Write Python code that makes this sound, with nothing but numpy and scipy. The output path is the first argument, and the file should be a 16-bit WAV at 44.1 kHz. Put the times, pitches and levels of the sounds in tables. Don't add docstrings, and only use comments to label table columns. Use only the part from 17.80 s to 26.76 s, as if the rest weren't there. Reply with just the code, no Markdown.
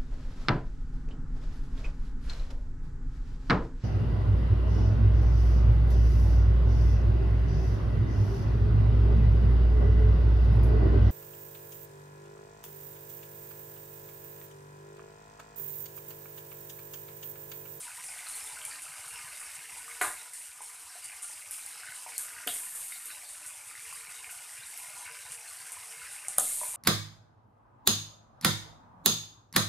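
import sys
import numpy as np
from scipy import signal
from scipy.fft import rfft, irfft, next_fast_len
from scipy.io import wavfile
from scipy.ndimage import map_coordinates

SR = 44100
rng = np.random.default_rng(int(sys.argv[2]) if len(sys.argv) > 2 else 0)


def wav_out(sig):
    wavfile.write(sys.argv[1], SR, np.round(np.clip(np.atleast_2d(sig).T, -1, 1) * 32767).astype(np.int16))


N = 395136


def amp(db):
    return 10 ** (np.asarray(db) / 20)


def unit(x):
    return x / np.sqrt(np.mean(x ** 2) + 1e-20)


def along(points, hz):
    f, value = np.transpose(points)
    return np.interp(np.log(hz + 1), np.log(f + 1), value)


def wobble(rate):
    knots = rng.standard_normal(int(N * rate / SR) + 4)
    return map_coordinates(knots, [np.arange(N) * rate / SR])


def filtered(x, response):
    m = next_fast_len(N + SR // 2)
    return irfft(rfft(x, m) * response(np.fft.rfftfreq(m, 1 / SR)), m)[:N]


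def coloured(x, spectrum, size=8192):
    gain = amp(along(spectrum, np.fft.rfftfreq(size, 1 / SR)))
    cepstrum = irfft(np.log(gain))
    cepstrum[1:size // 2] *= 2
    cepstrum[size // 2 + 1:] = 0
    kernel = irfft(np.exp(rfft(cepstrum)))
    return signal.fftconvolve(x, kernel / np.linalg.norm(kernel))[:N]


def fade(t, t60):
    return np.exp(-np.log(1000) * t / np.maximum(t60, 1e-4))


def add(track, s, sound):
    part = track[max(0, round(s * SR)):][:len(sound)]
    part += sound[:len(part)]


def bubbles(rate, hz, spread, cycles, size_db, size, count=1, train_s=.04):
    vents = np.repeat(rng.random((int(rate * N / SR / count), 3)), count, axis=0)
    scatter = rng.standard_normal((len(vents), 3))
    log_pitch = spread * (2 * vents[:, 1:2] - 1) + 0.036 * scatter[:, :1]
    pitch = np.minimum(hz * np.exp(log_pitch), SR / 2)
    strength_db = -size_db * np.log(np.maximum(vents[:, 2:], .02)) + 2 * scatter[:, 1:2]
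    turns = pitch * np.arange(size) / SR
    swell = 1 - np.exp(-2 * turns)
    grains = amp(strength_db) * np.sin(2 * np.pi * turns) * fade(turns, cycles) * swell
    start = (vents[:, :1] * N + train_s * SR * scatter[:, 2:]).astype(int) % N
    at = start + np.arange(size)
    return unit(np.bincount(at.ravel(), grains.ravel(), N)[:N])


# f/Hz, width/Hz, relative level/dB
WOK_MODES = [(291, 37, 3.5), (386, 10, 2), (461, 22, 8), (606, 32, 8), (730, 32, 6), (840, 20, -4),
             (1002, 19, -2), (1018, 55, -3), (1201, 49, 4), (1440, 48, 4), (1497, 34, -1), (1567, 18, -2),
             (1690, 13, -17), (1820, 19, -18), (2132, 70, 0.5), (3760, 250, 3)]


def wok(x, ring_db):
    def modes(f):
        return sum(amp(db) * 1j * f * width / (centre * centre - f * f + 1j * f * width)
                   for centre, width, db in WOK_MODES)
    return filtered(x, lambda f: 1 + amp(ring_db) * modes(f))


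# f/Hz, t60/s
KITCHEN_T60 = [(100, 0.35), (600, 0.31), (1500, 0.25), (4000, 0.31), (12000, 0.24)]


def kitchen(x, wet_db, gap=0.0033, block=11000):
    echo = np.zeros(N)
    for start in range(0, N, block):
        hz, t, z = signal.stft(rng.standard_normal(SR // 2), SR, nperseg=256)
        decay = fade(t, along(KITCHEN_T60, hz)[:, None])
        tail = signal.istft(z * decay, SR, nperseg=256)[1]
        tail = tail * np.minimum(np.arange(len(tail)) / SR / gap, 1) ** 2
        tail = tail / np.linalg.norm(tail)
        add(echo, start / SR, signal.fftconvolve(x[start:start + block], tail))
    return (x + amp(wet_db) * echo) / np.hypot(1, amp(wet_db))


DRYING_DB_PER_S = 0.1171
LULL_S = 0.54


def steam_flow():
    t = np.arange(N) / SR
    flow_db = -DRYING_DB_PER_S * t
    for s, *_, lull_db in BURSTS:
        age = np.maximum(t - s, 0) / LULL_S
        flow_db = flow_db - lull_db * age * np.exp(1 - age)
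    return flow_db


# f/Hz, relative level/dB
FIZZ_SPECTRUM = [(300, -61), (1200, -22), (3000, -18), (4000, -23), (5200, -17), (6500, -15), (7600, -10),
                 (8400, -5), (9200, -4), (10200, -7), (11500, -11.5), (13000, -12.5), (14400, -23.5)]
FIZZ_DB, FIZZ_FOLLOWS = -46, 0.61


def sizzle():
    level_db = FIZZ_DB + FIZZ_FOLLOWS * steam_flow() + .7 * wobble(11)
    fizz = bubbles(rate=9000, hz=7860, spread=0.74, cycles=1.0, size_db=1.0, size=24)
    fizz = fizz * amp(1.2 * wobble(45))
    ticks = bubbles(rate=100, hz=8600, spread=0.26, cycles=17, size_db=-1.0, size=80)
    frying = coloured(fizz + amp(-24) * ticks, FIZZ_SPECTRUM)
    return amp(level_db) * unit(kitchen(frying, wet_db=-9))


# middle t/s, half length/s, swell level/dB
FLURRY_SWELLS = [(.47, 0.044, 4), (0.956, 0.074, 2.5), (1.41, 0.053, 3), (1.9, 0.5, 2.5), (3.318, 0.044, 3),
                 (4.077, 0.065, 5), (4.57, 0.088, 4), (5.31, 0.036, 7), (6.265, 0.18, 3.5),
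                 (7.28, 0.087, 5.5), (8.245, 0.035, 2.5)]


def flurries():
    t = np.arange(N) / SR
    return sum(db * np.exp(-np.minimum(((t - s) / half_s) ** 2, 20)) for s, half_s, db in FLURRY_SWELLS)


# f/Hz, relative level/dB
SIMMER_SPECTRUM = [(300, -9), (800, -18), (1400, -3), (2200, 4.5), (2850, 4.5), (3300, -11), (5000, 24),
                   (7000, -60)]
# f/Hz, relative level/dB
GURGLE_SPECTRUM = [(150, -14), (290, -8.5), (370, -24.5), (460, -5), (530, -11.5), (700, 1.5), (1000, 11),
                   (1300, -7.5), (2500, -34)]
SMALL_DB, BEADS_DB, LARGE_DB = -52.5, -59.5, -59.5
LARGE_FOLLOWS = 1.17


def simmer():
    flow_db = steam_flow()
    small_db = flow_db + flurries() + 0.37 * wobble(9)
    beads = bubbles(rate=330, hz=4786, spread=0.289, cycles=110, size_db=4, size=500,
                    count=6, train_s=.018)
    small = bubbles(rate=420, hz=1920, spread=0.552, cycles=29, size_db=3.0, size=1100)
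    large = bubbles(rate=300, hz=673.0, spread=0.78, cycles=14.6, size_db=3.0, size=1600)
    beads = unit(kitchen(beads, wet_db=-7.5))
    small = unit(kitchen(wok(coloured(small, SIMMER_SPECTRUM), ring_db=-4.5), wet_db=-2.0))
    large = unit(kitchen(wok(coloured(large, GURGLE_SPECTRUM), ring_db=-4.5), wet_db=2))
    small = amp(SMALL_DB + small_db) * small
    beads = amp(BEADS_DB + small_db / 2) * beads
    large = amp(LARGE_DB + LARGE_FOLLOWS * flow_db) * large
    return small + beads + large


# f/Hz, relative level/dB
THUD_SPECTRUM = [(20, -14), (40, -16), (65, -2.5), (105, -2), (135, -1.5), (160, 0), (205, -13.5),
                 (280, -3.5), (600, -58), (2000, -83)]


def rumble(bumps_db=-72, murmur_db=-80.5, follows=1.9):
    bumps = bubbles(rate=45, hz=92.5, spread=0.71, cycles=6.3, size_db=3.0, size=5000)
    bumps = amp(bumps_db) * unit(coloured(bumps, THUD_SPECTRUM))
    murmur = amp(murmur_db) * unit(coloured(rng.standard_normal(N), THUD_SPECTRUM))
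    return amp(follows * steam_flow()) * (bumps + murmur)


# t/s, relative snap level/dB, relative hiss level/dB, hiss t60/s, relative brightness/dB
SPITS = [(.005, -30, -41.5, 0.45, -2), (0.24, -32, -41.5, 0.69, -7), (.486, -29, -39.5, .4, -5),
         (.553, -31, -40, 0.42, 3), (0.641, -25, -45.5, 1.5, 1), (.852, -21, -41.5, 0.59, -7),
         (1.02, -29, -42.5, 0.38, 0), (1.28, -33, -45.5, 0.77, 2), (1.599, -36, -42.5, 0.47, -6),
         (1.97, -38, -45.5, .45, 2), (2.215, -20, -31.5, .51, 5), (2.535, -29, -42.5, 0.74, 0),
         (2.815, -41, -44.5, 0.64, -2), (3.244, -28, -42.5, 0.39, -4), (3.42, -34, -40.5, 0.76, -4),
         (3.7098, -22.5, -41, 0.8, 6), (3.863, -28, -48, 0.44, 2), (4.146, -39, -44, 0.31, -3),
         (4.3805, -17, -37.5, .55, 9.5), (4.673, -17, -38, 2, 9.5), (4.735, -34, -37.5, 0.28, 5),
         (4.95, -30, -41, 1.8, 8), (5.2568, -27, -44, 0.52, 9), (5.49, -31.5, -45, 0.67, -13),
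         (5.663, -27, -40.5, 0.35, -7), (5.87, -38, -46, 0.42, -3), (6.127, -36, -46, 0.71, 3.5),
         (6.28, -41.5, -53, 0.54, 0), (6.5105, -30, -45.5, 0.37, 7), (6.86, -36.5, -45, .4, 0),
         (6.9755, -31, -45.5, 0.32, 11), (7.17, -38, -48, 0.63, -2), (7.5206, -26, -42, .28, -10),
         (7.92, -25, -42, 0.21, 2), (8.31, -40, -45, 0.61, -2), (8.484, -16.5, -38, .45, -5),
         (8.5816, -15, -39, .22, -2), (8.5835, -5.5, -31.5, 2.6, 6.5), (8.5974, -10.5, -24, 0.065, -6)]
# f/Hz, relative level/dB
HISS_SPECTRUM = [(300, -22), (1500, -24), (3500, -12.5), (5500, -15.5), (6700, -4), (8000, 3), (9000, 8),
                 (10200, 4.5), (11500, -8), (14400, -27.5)]
# f/Hz, relative level/dB
MIST_SPECTRUM = [(5000, -59), (9000, -23), (11000, 3.5), (12500, 2), (14400, -11), (16000, -11),
                 (17000, -14)]
# f/Hz, relative level/dB
SNAP_SPECTRUM = [(500, -34), (4000, -28), (6000, -15), (8000, -3), (9000, 0), (11000, -6), (14000, -12),
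                 (17000, -30)]


def spits(snap_t60=0.0033, bounce_s=.0014, bounce_db=-10, rise_s=0.0021):
    snaps, edges, hiss_power, shine_power = np.zeros((4, N))
    t = np.arange(2 * SR) / SR
    for s, snap_db, hiss_db, t60, bright_db in SPITS:
        crack = rng.standard_normal(SR // 100) * fade(t[:SR // 100], snap_t60)
        crack *= 3 * amp(snap_db) / np.linalg.norm(crack)
        add(snaps, s, crack)
        add(snaps, s + bounce_s, amp(bounce_db) * crack)
        add(edges, s, amp(bright_db - 7.5) * crack)
        spray = amp(hiss_db) * fade(t, t60) * (1 - np.exp(-t / rise_s))
        add(hiss_power, s, spray ** 2)
        add(shine_power, s, (spray * amp(bright_db - 13.0)) ** 2)
    droplets = bubbles(rate=9000, hz=9000, spread=.45, cycles=1.5, size_db=2, size=24)
    spray_noise = unit(coloured(droplets + rng.standard_normal(N), HISS_SPECTRUM))
    body = np.sqrt(hiss_power) * spray_noise
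    mist = coloured(edges + np.sqrt(shine_power) * rng.standard_normal(N), MIST_SPECTRUM)
    return amp(1.0) * body + mist + kitchen(coloured(snaps, SNAP_SPECTRUM), wet_db=-11.5)


# t/s, relative level/dB, middle of the glide f/Hz
PLOPS = [(0.238, -41, 2480), (.390, -32, 2300), (0.816, -30.5, 3020), (1.240, -41.5, 1200),
         (1.359, -29, 2720), (2.08, -38, 1190), (2.214, -36, 388), (2.215, -31, 816), (2.247, -23.5, 1080),
         (2.806, -36.5, 910), (3.154, -45.5, 710), (3.297, -33.5, 2200), (4.033, -34, 1520),
         (4.075, -34, 1780), (4.263, -34, 886), (4.484, -36, 1790), (4.665, -40.5, 440), (4.667, -45, 262),
         (4.673, -33.5, 693), (4.676, -34, 1380), (4.677, -15, 3120), (4.677, -23.5, 4300),
         (4.691, -25, 3600), (5.122, -30, 2100), (5.953, -32.5, 1980), (6.126, -37, 1080),
         (6.444, -28, 2320), (7.277, -37, 1480), (7.968, -43.5, 970), (8.449, -33, 2220),
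         (8.482, -39.5, 806), (8.582, -46, 260), (8.582, -32.5, 544), (8.583, -28, 770), (8.583, -23, 1234),
         (8.585, -24.5, 3370), (8.813, -32, 974), (8.816, -38.5, 630), (8.833, -32, 960), (8.943, -38, 930)]


def plops(cycles=15, glide=0.093):
    track, t = np.zeros(N), np.arange(SR // 10) / SR
    for s, db, hz in PLOPS:
        life = fade(t, cycles / hz)
        pitch = hz * (1 + glide * (.5 - life))
        tone = np.sin(2 * np.pi * np.cumsum(pitch) / SR)
        swell = 1 - np.exp(-hz * t)
        add(track, s, amp(db) * life * swell * tone)
    return amp(5.5) * kitchen(wok(track, ring_db=-6.5), wet_db=-2.5)


# t/s, relative ring level/dB, relative thud level/dB, t60/s, depth of the lull in steam flow/dB
BURSTS = [(2.2127, -31, -55.5, 0.26, 4.5), (4.67, -50, -59, 0.16, 3), (8.5827, -53.5, -49, 0.14, 1.5)]
# f/Hz, relative level/dB
CLANG_SPECTRUM = [(25, -36), (100, -12), (220, -41), (300, -12), (520, -19.5), (750, -3.5), (1150, -0.5),
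                  (1900, 6.5), (2300, -5), (3100, -15.5), (4200, -13), (5400, -21), (12000, -38)]


def bursts(knock_db=6, knock_t60=0.013, sputter_db=1.0):
    ring, thud, t = np.zeros(N), np.zeros(N), np.arange(SR // 2) / SR
    for s, ring_db, thud_db, t60, _ in BURSTS:
        envelope = fade(t, t60) + amp(knock_db) * fade(t, knock_t60)
        blast = rng.standard_normal(len(t)) * envelope
        sputter = sputter_db * wobble(179)[:len(t)]
        add(ring, s, amp(ring_db + sputter) * blast)
        add(thud, s, amp(thud_db) * blast)
    clang = wok(coloured(ring, CLANG_SPECTRUM), ring_db=2)
    return kitchen(clang + coloured(thud, THUD_SPECTRUM), wet_db=-2.0)


def scene():
    pan = sizzle() + simmer() + rumble() + spits() + plops() + bursts()
    return np.array([pan, pan])


TOP_HZ = 14450


def record(dry):
    return np.array([filtered(side, lambda hz: hz < TOP_HZ) for side in dry])


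dry = scene()
out = record(dry)
wav_out(out)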